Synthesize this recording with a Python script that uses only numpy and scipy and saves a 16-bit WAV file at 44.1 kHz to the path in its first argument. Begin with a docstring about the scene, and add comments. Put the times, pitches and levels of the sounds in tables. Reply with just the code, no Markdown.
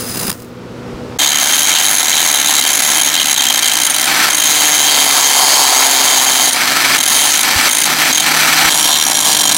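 """A stick welder crackles and spits, goes out and leaves the hum of the shop: grained noise through rod and
plate resonances over air noise and sines. After a short splice an angle grinder works a steel box: bounces and
the disc's high spot gate gritty noise that rings the box; in lifts mainly motor and fan roar (shaped noise and
shaft tones). After a splice at 8.7 s the disc is on the far seam. Dull knocks; a close microphone is overdriven."""
import sys
import numpy as np
from scipy import signal
from scipy.fft import rfft, irfft, next_fast_len
from scipy.io import wavfile
from scipy.ndimage import uniform_filter1d, minimum_filter1d, map_coordinates

SR = 44100
rng = np.random.default_rng(int(sys.argv[2]) if len(sys.argv) > 2 else 0)


def unload_audio(sound):
    """Save the sound as a 16-bit wav file, at the path given as the first command line argument."""
    columns = np.transpose(np.atleast_2d(sound))
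    # keep every value between -1 and 1, then stretch to whole-number steps
    steps = np.round(np.clip(columns, -1, 1) * 32767)
    wavfile.write(sys.argv[1], SR, steps.astype(np.int16))


def decibels_to_gain(level_db):
    """Convert a level in decibels to a linear amplitude gain (20 dB per decade)."""
    exponent = np.asarray(level_db, float) / 20
    return 10 ** exponent


N = 422037
T = np.arange(N) / SR
WELDER_END_S, GRINDER_START_S = 1.178, 1.187
FAR_SEAM_S = 8.7  # splice, after which the disc is on the far seam


def evened(x):
    """Scales to rms 1."""
    return x / np.sqrt(np.mean(x ** 2) + 1e-20)


def curves(rows):
    """Interpolates the columns of a table, first column in seconds, at every sample."""
    s, *columns = np.transpose(rows)
    return [np.interp(T, s, c) for c in columns]


def coloured(x, points=(), peaks=()):
    """Filters to rms 1 by a spectrum (Hz, dB) or by a sum of resonances (Hz, width Hz, dB)."""
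    size = next_fast_len(len(x))
    hz = np.fft.rfftfreq(size, 1 / SR)
    if len(points):
        f, db = np.transpose(points)
        gain = decibels_to_gain(np.interp(np.log(hz + 1), np.log(f + 1), db))
    else:
        gain = sum(decibels_to_gain(db) * 1j * hz * w / (f ** 2 - hz ** 2 + 1j * hz * w) for f, w, db in peaks)
    return evened(irfft(rfft(x, size) * gain, size)[:len(x)])


def wander(count, per_s):
    """Smooth random drift through per_s normal draws of unit variance a second."""
    steps = rng.standard_normal(int(count / SR * per_s) + 4)
    return map_coordinates(steps, [np.arange(count) * per_s / SR], order=3)


def white(count):
    """White noise of rms 1."""
    return rng.standard_normal(count)


def shop(count):
    """Room air as shaped noise, with the hum of the welder and its fan as sines of drifting phase."""
    # Each row: time in seconds, level in dB.
    shop_level = [(0.0, -28), (0.1, -31), (0.3, -30), (0.328, -33.5), (0.89, -26), (1.16, -25.5)]
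    # Each row: frequency in Hz, density in dB per Hz.
    air_spectrum = [(20, -40), (60, -15), (130, -11.5), (500, -12.5), (650, -20), (1400, -23),
                    (1600, -27.5), (5300, -37), (9000, -47), (16000, -56)]
    # Each row: frequency in Hz, relative level in dB.
    hum_tones = [(122, -32.5), (183.0, -35), (242.2, -30), (306.8, -38), (387.6, -36), (489.9, -33)]
    t = T[:count]
    hum = sum(decibels_to_gain(db) * np.sin(2 * np.pi * hz * t + 0.23 * wander(count, 6)) for hz, db in hum_tones)
    air = coloured(white(count), air_spectrum)
    return decibels_to_gain(curves(shop_level)[0][:count]) * evened(air + 0.87 * evened(hum))


def bumps():
    """Soft low knocks through the bench: sines under a pulse that peaks after 5.5 ms."""
    # Dull knocks. Each row: start in seconds, envelope peak in dB, frequency in Hz.
    knocks = [(0.099, -25, 99.6), (0.939, -24, 59.2), (7.559, -15.5, 82.3), (8.648, -24, 64.6)]
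    out = np.zeros(N)
    for s, db, hz in knocks:
        u = np.maximum(T - s, 0) / 0.0055
        out += decibels_to_gain(db) * u * np.exp(1 - u) * np.sin(2 * np.pi * hz * (T - s))
    return out


def welder(count):
    """Uneven grains of arc noise ring rod and plate; spits of metal crack and puff."""
    # The arc. Each row: time in seconds, sizzle in dB, low flutter in dB.
    arc = [(0.0, -23.5, -28.5), (0.122, -24.5, -33), (0.236, -21, -21), (0.266, -20.5, -35),
           (0.286, -27, -14), (0.298, -22, -32), (0.326, -42, -26), (0.34, -35, -55)]
    # Spits. Each row: time in seconds, crack drive in dB, puff drive in dB.
    spits = [(0.158, -20, -21), (0.172, -19, -25), (0.176, -24, -25), (0.194, -27, -28), (0.212, -16, -26),
             (0.2305, -21, -18), (0.2533, -21, -17), (0.2684, -19, -27), (0.28, -7.5, -17),
             (0.2966, -12, -23), (0.302, -13, -18), (0.3157, -13, -28), (0.3272, -18, -29),
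             (0.3374, -37, -32), (0.3754, -44, -34), (0.402, -36, -31), (0.4206, -33, -22),
             (0.4464, -40, -32)]
    # Each row: frequency in Hz, density in dB per Hz.
    sizzle_spectrum = [(60, -30), (500, -24), (1200, -6), (2500, -14), (4500, -14), (7000, -10.5),
                       (9800, -11), (11500, -15), (15500, -8), (16500, -30)]
    # Rod and plate under the arc. Each row: frequency in Hz, width in Hz, level in dB.
    rod_modes = [(2750, 48, -6), (3920, 81, -7), (4330, 69, -9), (4990, 110, 3.5), (6150, 55, -3),
                 (6540, 120, -15), (9850, 720, -4)]
    t = T[:count]
    sizzle_db, flutter_db = (c[:count] for c in curves(arc))
    grains = white(count) * decibels_to_gain(2.0 * wander(count, 350) + 1.1 * wander(count, 90.8))
    hiss = coloured(grains, sizzle_spectrum)
    sizzle = evened(hiss + 0.68 * coloured(grains, peaks=rod_modes))
    flicker = white(count) * decibels_to_gain(1.4 * wander(count, 60.5))
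    flutter = coloured(flicker, peaks=[(198, 130, 9), (500, 200, -19)])
    # once the arc is out the hot bead fizzles away, without the rod's ring
    out_for_s = np.maximum(t - arc[-1][0], 0)
    out = decibels_to_gain(sizzle_db - 60 * out_for_s / 0.5) * np.where(out_for_s > 0, hiss, sizzle)
    out += decibels_to_gain(flutter_db - 60 * out_for_s / 0.1) * flutter
    for s, crack_db, puff_db in spits:
        u = np.maximum(t - s + 0.00087, 0)  # onset just ahead of the listed time
        out += decibels_to_gain(crack_db) * sizzle * (u / 0.0015) * np.exp(1 - u / 0.0011)
        out += decibels_to_gain(puff_db) * np.sin(2 * np.pi * 230 * u) * np.exp(-u / 0.0036)
    return out


def rumble(lifted):
    """Bench shaking: low noise, stronger while the disc is lifted."""
    # Each row: time in seconds, level in dB with the disc down.
    shaking = [(1.19, -39.5), (4.4, -39.5), (5.8, -43.5), (6.9, -37), (8.5, -38.5), (9.55, -31.5)]
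    lift_db = 4
    low = coloured(white(N), [(20, -30), (60, -8.5), (120, -6.0), (240, 3.0), (330, -0.5), (500, -38), (2000, -70)])
    return decibels_to_gain(curves(shaking)[0] + lift_db * lifted) * low


def lifting():
    """Disc off the steel (0-1), freed motor's roar in dB, progress of each lift (-0.5 to 0.5)."""
    # Lifts off the steel. Each row: start in seconds, end in seconds, motor roar at mid-lift in dB.
    lifts = [(4.058, 4.294, -11.5), (6.534, 6.969, -12), (7.433, 7.688, -11), (7.855, 8.118, -11),
             (8.221, 8.698, -10.5)]
    leave_s, land_s, swell_db = 0.021, 0.0052, 1
    lifted, roar_db, progress = np.zeros((3, N))
    for start, end, db in lifts:
        off = np.clip(np.minimum((T - start) / leave_s, (end - T) / land_s), 0, 1)
        lifted += off
        roar_db += off * db
        progress += off * ((T - start) / (end - start) - 0.5)
    return lifted, roar_db + swell_db * progress, progress


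def motor(turns, hum_db, pressure, lifted, free_db, progress):
    """Motor and fan: air noise colours the housing; sines at multiples of the shaft rate hum."""
    # Each row: frequency in Hz, density in dB per Hz.
    roar_spectrum = [(150, -54), (250, -0.5), (319, -4.5), (444, -11), (761, -3.5), (1180, -2.5), (1350, 3),
                     (2240, -0.5), (3010, -4), (5350, -7.5), (6940, -23.5), (11500, -19.5), (16000, -15.5)]
    # Each row: frequency in Hz, width in Hz, level in dB.
    housing_modes = [(790, 120, 2), (1315, 43, 9.5), (1780, 100, 10.5), (2266, 220, 12.5), (2530, 230, -11),
                     (3250, 620, 0.5), (3860, 800, -8), (4070, 320, 5.5), (5250, 150, -16),
                     (6000, 380, 10.5), (7390, 1450, 5.5), (11500, 120, 8)]
    # Shaft multiples 1-5. Each row: dB over the hum, more dB at full pressure, more dB while lifted.
    orders = [(-0.8, -1, 6), (5, 7.5, 0), (-9, 24.5, -2), (5.5, -9.5, -18), (-5.5, -6, 13.5)]
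    loaded_db, loaded_pressed_db, loaded_far_db = -20, 3, -1.5
    bright_hz, cutting_treble_db, opening_treble_db = 2020, 1, 1
    down = 1 - lifted
    air = white(N) * (1 + 0.018 * np.cos(2 * np.pi * turns))
    air *= decibels_to_gain(1.85 * wander(N, 90) + 1.8 * wander(N, 600))
    roar = evened(coloured(air, roar_spectrum) + 0.75 * coloured(air, peaks=housing_modes))
    # the treble is set apart: one gain in the cut, rising through each lift
    dull = signal.filtfilt(*signal.butter(2, bright_hz, fs=SR), roar)
    roar = dull + decibels_to_gain(cutting_treble_db * down + opening_treble_db * progress) * (roar - dull)
    cut_db = loaded_db + loaded_pressed_db * pressure + loaded_far_db * (T >= FAR_SEAM_S)
    out = decibels_to_gain(down * cut_db + free_db) * roar
    for order, (db, pressed_db, lifted_db) in enumerate(orders, 1):
        tone_db = hum_db + db + pressed_db * down * pressure + lifted_db * lifted
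        out += decibels_to_gain(tone_db + 1.1 * wander(N, 8)) * np.sin(2 * np.pi * order * turns)
    return out


def skipping():
    """Change in the disc's depth: clear in the air, a jolt on landing."""
    # Moments when the disc skips clear. Each row: landing in seconds, time in the air in seconds.
    skips = [(2.821, 0.015), (3.623, 0.017), (3.898, 0.016), (3.937, 0.014), (4.33, 0.0071), (4.369, .014),
             (6.52, .008), (6.982, 0.011), (7.003, 0.013), (7.855, 0.012), (8.147, 0.014), (8.743, 0.011),
             (9.065, .012), (9.143, .011)]
    air_depth, land_depth, land_s = -1.5, 1.7, 0.002
    depth = np.zeros(N)
    for s, air_s in skips:
        airborne = air_depth * np.clip((T - s + air_s) / 0.0031, 0, 1)
        depth += np.where(T < s, airborne, land_depth * np.exp(-abs(T - s) / land_s))
    return depth


def scraping(turns, pressure, bounces, lifted):
    """Cutting force: bounces, the high spot and skips set the depth; grit passing each turn adds texture."""
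    # chatter: how far the disc hops clear, 0-1; no less above the firm pressure
    light_chatter, firm_chatter, lifted_chatter, firm_pressure = 1, 0.29, 0.19, 0.44
    near_wobble, far_wobble = 0.57, 0.71  # reach of the disc's high spot
    firmness = np.minimum(pressure / firm_pressure, 1)
    chatter = (1 - lifted) * (light_chatter + (firm_chatter - light_chatter) * firmness)
    chatter = np.clip(chatter + lifted * lifted_chatter, 0, 1)
    hops = np.cumsum(bounces * (1 + 0.1178 * wander(N, 25))) / SR
    high_spot = np.cos(2 * np.pi * turns)
    press = 0.94 * np.cos(2 * np.pi * hops) + np.where(T < FAR_SEAM_S, near_wobble, far_wobble) * high_spot
    press += 0.23 * wander(N, 70) + skipping()  # shake of the hand, skips
    touch = 0.11 + 1 / (1 + np.exp(-3.5 * (press + 2.67 - 3.46 * chatter)))
    throb = 1 + 0.42 * (1 - chatter) * high_spot
    # the deeper, the harder it cuts; grains catch unevenly
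    force = touch * throb * decibels_to_gain(1.86 * press + 2.67 * wander(N, 900))
    force /= np.sqrt(uniform_filter1d(force ** 2, 4000))
    # the same grit passes each turn, wearing into new grit over six turns
    surface = rng.standard_normal((int(turns[-1] / 6) + 3, 300))
    same_grit = map_coordinates(surface, [turns / 6, turns % 1 * 299], order=1)
    return force * (0.77 * evened(np.gradient(same_grit)) + white(N))


def steel_box(scrape, pressure, lifted):
    """Steady ring of the box at either seam, with the hiss of the abrasive."""
    # Each row: frequency in Hz, width in Hz, dB at the near seam, dB at the far seam.
    steel = [(1640, 79, -2.5, -6), (2073, 87, 1.5, -33), (5690, 170, -6, 0.5), (6100, 43, -2, -17),
             (6483, 250, 7.5, -16), (6634, 180, -23, -2), (7290, 22, -12, -5), (7330, 95, -2.5, -13),
             (7500, 180, -8, -11), (8470, 96, -3.5, -5), (9765, 45, -3, -2), (10500, 40, -15, -22),
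             (11570, 28, -21.5, -4), (12600, 200, -11, -23), (13700, 1100, -11, -25),
             (14700, 680, -34, -25)]
    # Each row: frequency in Hz, density in dB per Hz.
    grit_spectrum = [(59, -52), (100, -22), (289, 0), (415, -8.5), (3120, -1), (5530, -5.5), (6560, -0.5),
                     (16000, -39)]
    light_db, pressed_db, far_seam_db, lifted_db = -16, 1.5, 1, -37
    hz, width, near_db, far_db = np.transpose(steel)
    near, far = (coloured(scrape, peaks=zip(hz, width, db)) for db in (near_db, far_db))
    down_db = light_db + pressed_db * pressure + far_seam_db * (T >= FAR_SEAM_S)
    contact_db = (1 - lifted) * down_db + lifted * lifted_db
    return decibels_to_gain(contact_db) * (np.where(T < FAR_SEAM_S, near, far) + 0.5 * coloured(scrape, grit_spectrum))


def bite_modes(scrape, pressure, lifted):
    """Families of box modes that come and go with pressure, place and tilt of the disc."""
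    # One list a family. Each row: Hz at the near seam, Hz at the far seam, width in Hz, level in dB.
    families = [
        [(765, 780, 70, 0), (890, 910, 100, -1.5), (1020, 1020, 130, -5)],
        [(3175, 3190, 75, 0), (3150, 3350, 300, -12)],
        [(3600, 3600, 45, -1.5), (3760, 3700, 300, -5), (3940, 4010, 130, 0)],
        [(4300, 4200, 250, -1.5), (4560, 4860, 200, 0), (4950, 4550, 150, -4)],
        [(9180, 8850, 240, 0)],
        [(10450, 10230, 240, 0)],
    ]
    # One row a family: base dB, dB at full pressure, dB per place, dB at full tilt, dB at the far seam,
    # dB while lifted (in place of the rest).
    answers = [(-28.5, 13, 0.5, 2, 3.5, -26.5), (-22, 1, 6, -0.5, .1, -30),
               (-20.5, -1.5, 3.5, -3.5, 2, -37), (-34.5, 17.5, 1, 10, 0, -23),
               (-30.5, 3.5, 0.5, 15, -2, -33.5), (-22, 0, -5, -3.5, -2, -32)]
    # Sweep along the seam. Each row: time in seconds, place (-1 over the rib, 1 over the walls).
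    sweep = [(1.2, .7), (1.35, 0.4), (1.62, -.7), (1.77, 1.5), (1.9, -1.4), (2.15, 0.52), (2.269, -.9),
             (2.45, 0.24), (2.6, .1), (2.96, -.5), (3.1, -0.049), (3.2, 1.5), (3.31, -0.47), (3.4, 0.58),
             (3.58, 0.39), (3.65, 0.9), (4.33, -0.3), (4.42, 0.34), (4.62, 0.33), (4.72, -0.63), (4.9, 1),
             (5.1, -0.048), (6.0, 0.15), (6.5, -0.061), (6.97, -0.7), (7.27, 0.44), (7.4, -0.85),
             (7.8, 0.29), (8.71, .8), (8.76, -0.41), (8.95, 0.85), (9.1, -0.41), (9.27, 0.14), (9.35, 0.19),
             (9.57, 0.34)]
    # Disc tipping onto its rim. Each row: time in seconds, tilt 0-1.
    tipping = [(1.19, 0.13), (3.0, 0.24), (3.45, 0.02), (3.65, 0.54), (4.05, .95), (4.4, 0.36),
               (6.35, 0.16), (6.5, 0.98), (6.97, 0.41), (7.15, 0.85), (7.4, 0.71), (7.8, .95), (8.2, 0.43),
               (8.75, 0.3), (8.95, .3), (9.1, 0.65), (9.57, 0.93)]
    pressure_power, waver_db = 1.7, 1.25  # a light touch changes the ring little
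    (place,), (tilt,) = curves(sweep), curves(tipping)
    out = np.zeros(N)
    for modes, (db, pressed_db, place_db, tilt_db, far_seam_db, lifted_db) in zip(families, answers):
        down_db = db + pressed_db * np.maximum(pressure, 0) ** pressure_power
        down_db = down_db + place_db * place + tilt_db * tilt + far_seam_db * (T >= FAR_SEAM_S)
        family_db = (1 - lifted) * down_db + lifted * lifted_db + waver_db * wander(N, 12)
        near, far = (coloured(scrape, peaks=[(m[seam], *m[2:]) for m in modes]) for seam in (0, 1))
        out += decibels_to_gain(family_db) * np.where(T < FAR_SEAM_S, near, far)
    return out


def grinder():
    """Motor roar and bench rumble; the disc, sagging under load, scrapes and rings the box."""
    # Each row: time in seconds, turns per second, hum in dB.
    disc = [(1.189, 150, -43.5), (3.999, 153.1, -45), (4.2, 155.1, -42), (4.5, 153.2, -42.5),
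            (4.9, 146.4, -40), (5.3, 139.2, -50.5), (6, 132.9, -45), (6.4, 130.5, -44), (6.55, 135.7, -48),
            (6.8, 144.7, -43.5), (7.2, 149.1, -47), (7.8, 151.8, -45.5), (7.95, 153.9, -40.5),
            (8.68, 157.9, -35.5), (8.72, 152.2, -41), (9.57, 151.8, -40)]
    # Hand on the grinder. Each row: time in seconds, pressure 0-1, mean bounces per second.
    hand = [(1.19, .4, 71), (1.3, 0.03, 72), (1.39, 0.1, 69), (1.43, 0.24, 72), (1.65, 0.17, 82),
            (2.1, 0.16, 85), (2.75, 0.15, 62.5), (2.92, 0.26, 70), (3.05, 0.02, 70), (3.3, 0, 76.6),
            (3.5, 0.05, 52), (4.0, 0.02, 62), (4.4, 0.14, 55), (4.6, 0.58, 72), (4.8, 0.32, 74),
            (5.08, 0.79, 63), (5.2, 0.73, 66), (5.5, 0.99, 72), (6.0, 0.83, 61), (6.42, 0.68, 63),
            (6.53, 0.09, 55), (7.05, 0.06, 43), (7.15, .55, 55), (7.33, 0.24, 63), (7.42, 0.09, 49),
            (7.8, 0.09, 54), (8.17, 0.12, 40), (8.7, 0.37, 71), (8.75, 0.09, 79.3), (8.85, 0.28, 77),
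            (9.05, 0.07, 65), (9.24, 0.09, 55), (9.28, .6, 55), (9.33, 0.16, 54), (9.57, .1, 61)]
    (pressure, bounces), (speed, hum_db) = curves(hand), curves(disc)
    lifted, free_db, progress = lifting()
    turns = np.cumsum(speed) / SR
    scrape = scraping(turns, pressure, bounces, lifted)
    out = rumble(lifted) + motor(turns, hum_db, pressure, lifted, free_db, progress)
    return out + steel_box(scrape, pressure, lifted) + bite_modes(scrape, pressure, lifted)


def scene():
    """Welder, short gap, grinder; the level dips briefly at a splice, after which the disc is on the far seam."""
    count = round(WELDER_END_S * SR)
    fade_in = np.clip((T - GRINDER_START_S) / 0.003, 0, 1)
    splice_dip = np.clip(abs(T - FAR_SEAM_S) / 0.0038, 0.15, 1)
    out = grinder() * fade_in * splice_dip
    out[:count] = welder(count) + shop(count)
    return (out + bumps())[None]


def band_limit(x):
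    """A steep low-pass at the top of the band."""
    return signal.sosfilt(signal.butter(12, 16250, fs=SR, output="sos"), x)


def record(dry):
    """A quick limiter and the converter's ceiling flatten the tallest peaks; then a low-pass at 15.95 kHz."""
    peak = -minimum_filter1d(-abs(dry), 130)
    held = dry / np.maximum(uniform_filter1d(peak, 130) / 1.104, 1)
    clipped = np.clip(held, -0.97, 0.97)
    lowpass = signal.firwin(255, 15950, window=("kaiser", 8), fs=SR)
    mix = signal.oaconvolve(clipped, lowpass[None], "same")
    return band_limit(mix)


dry = scene()
out = record(dry)
unload_audio(out)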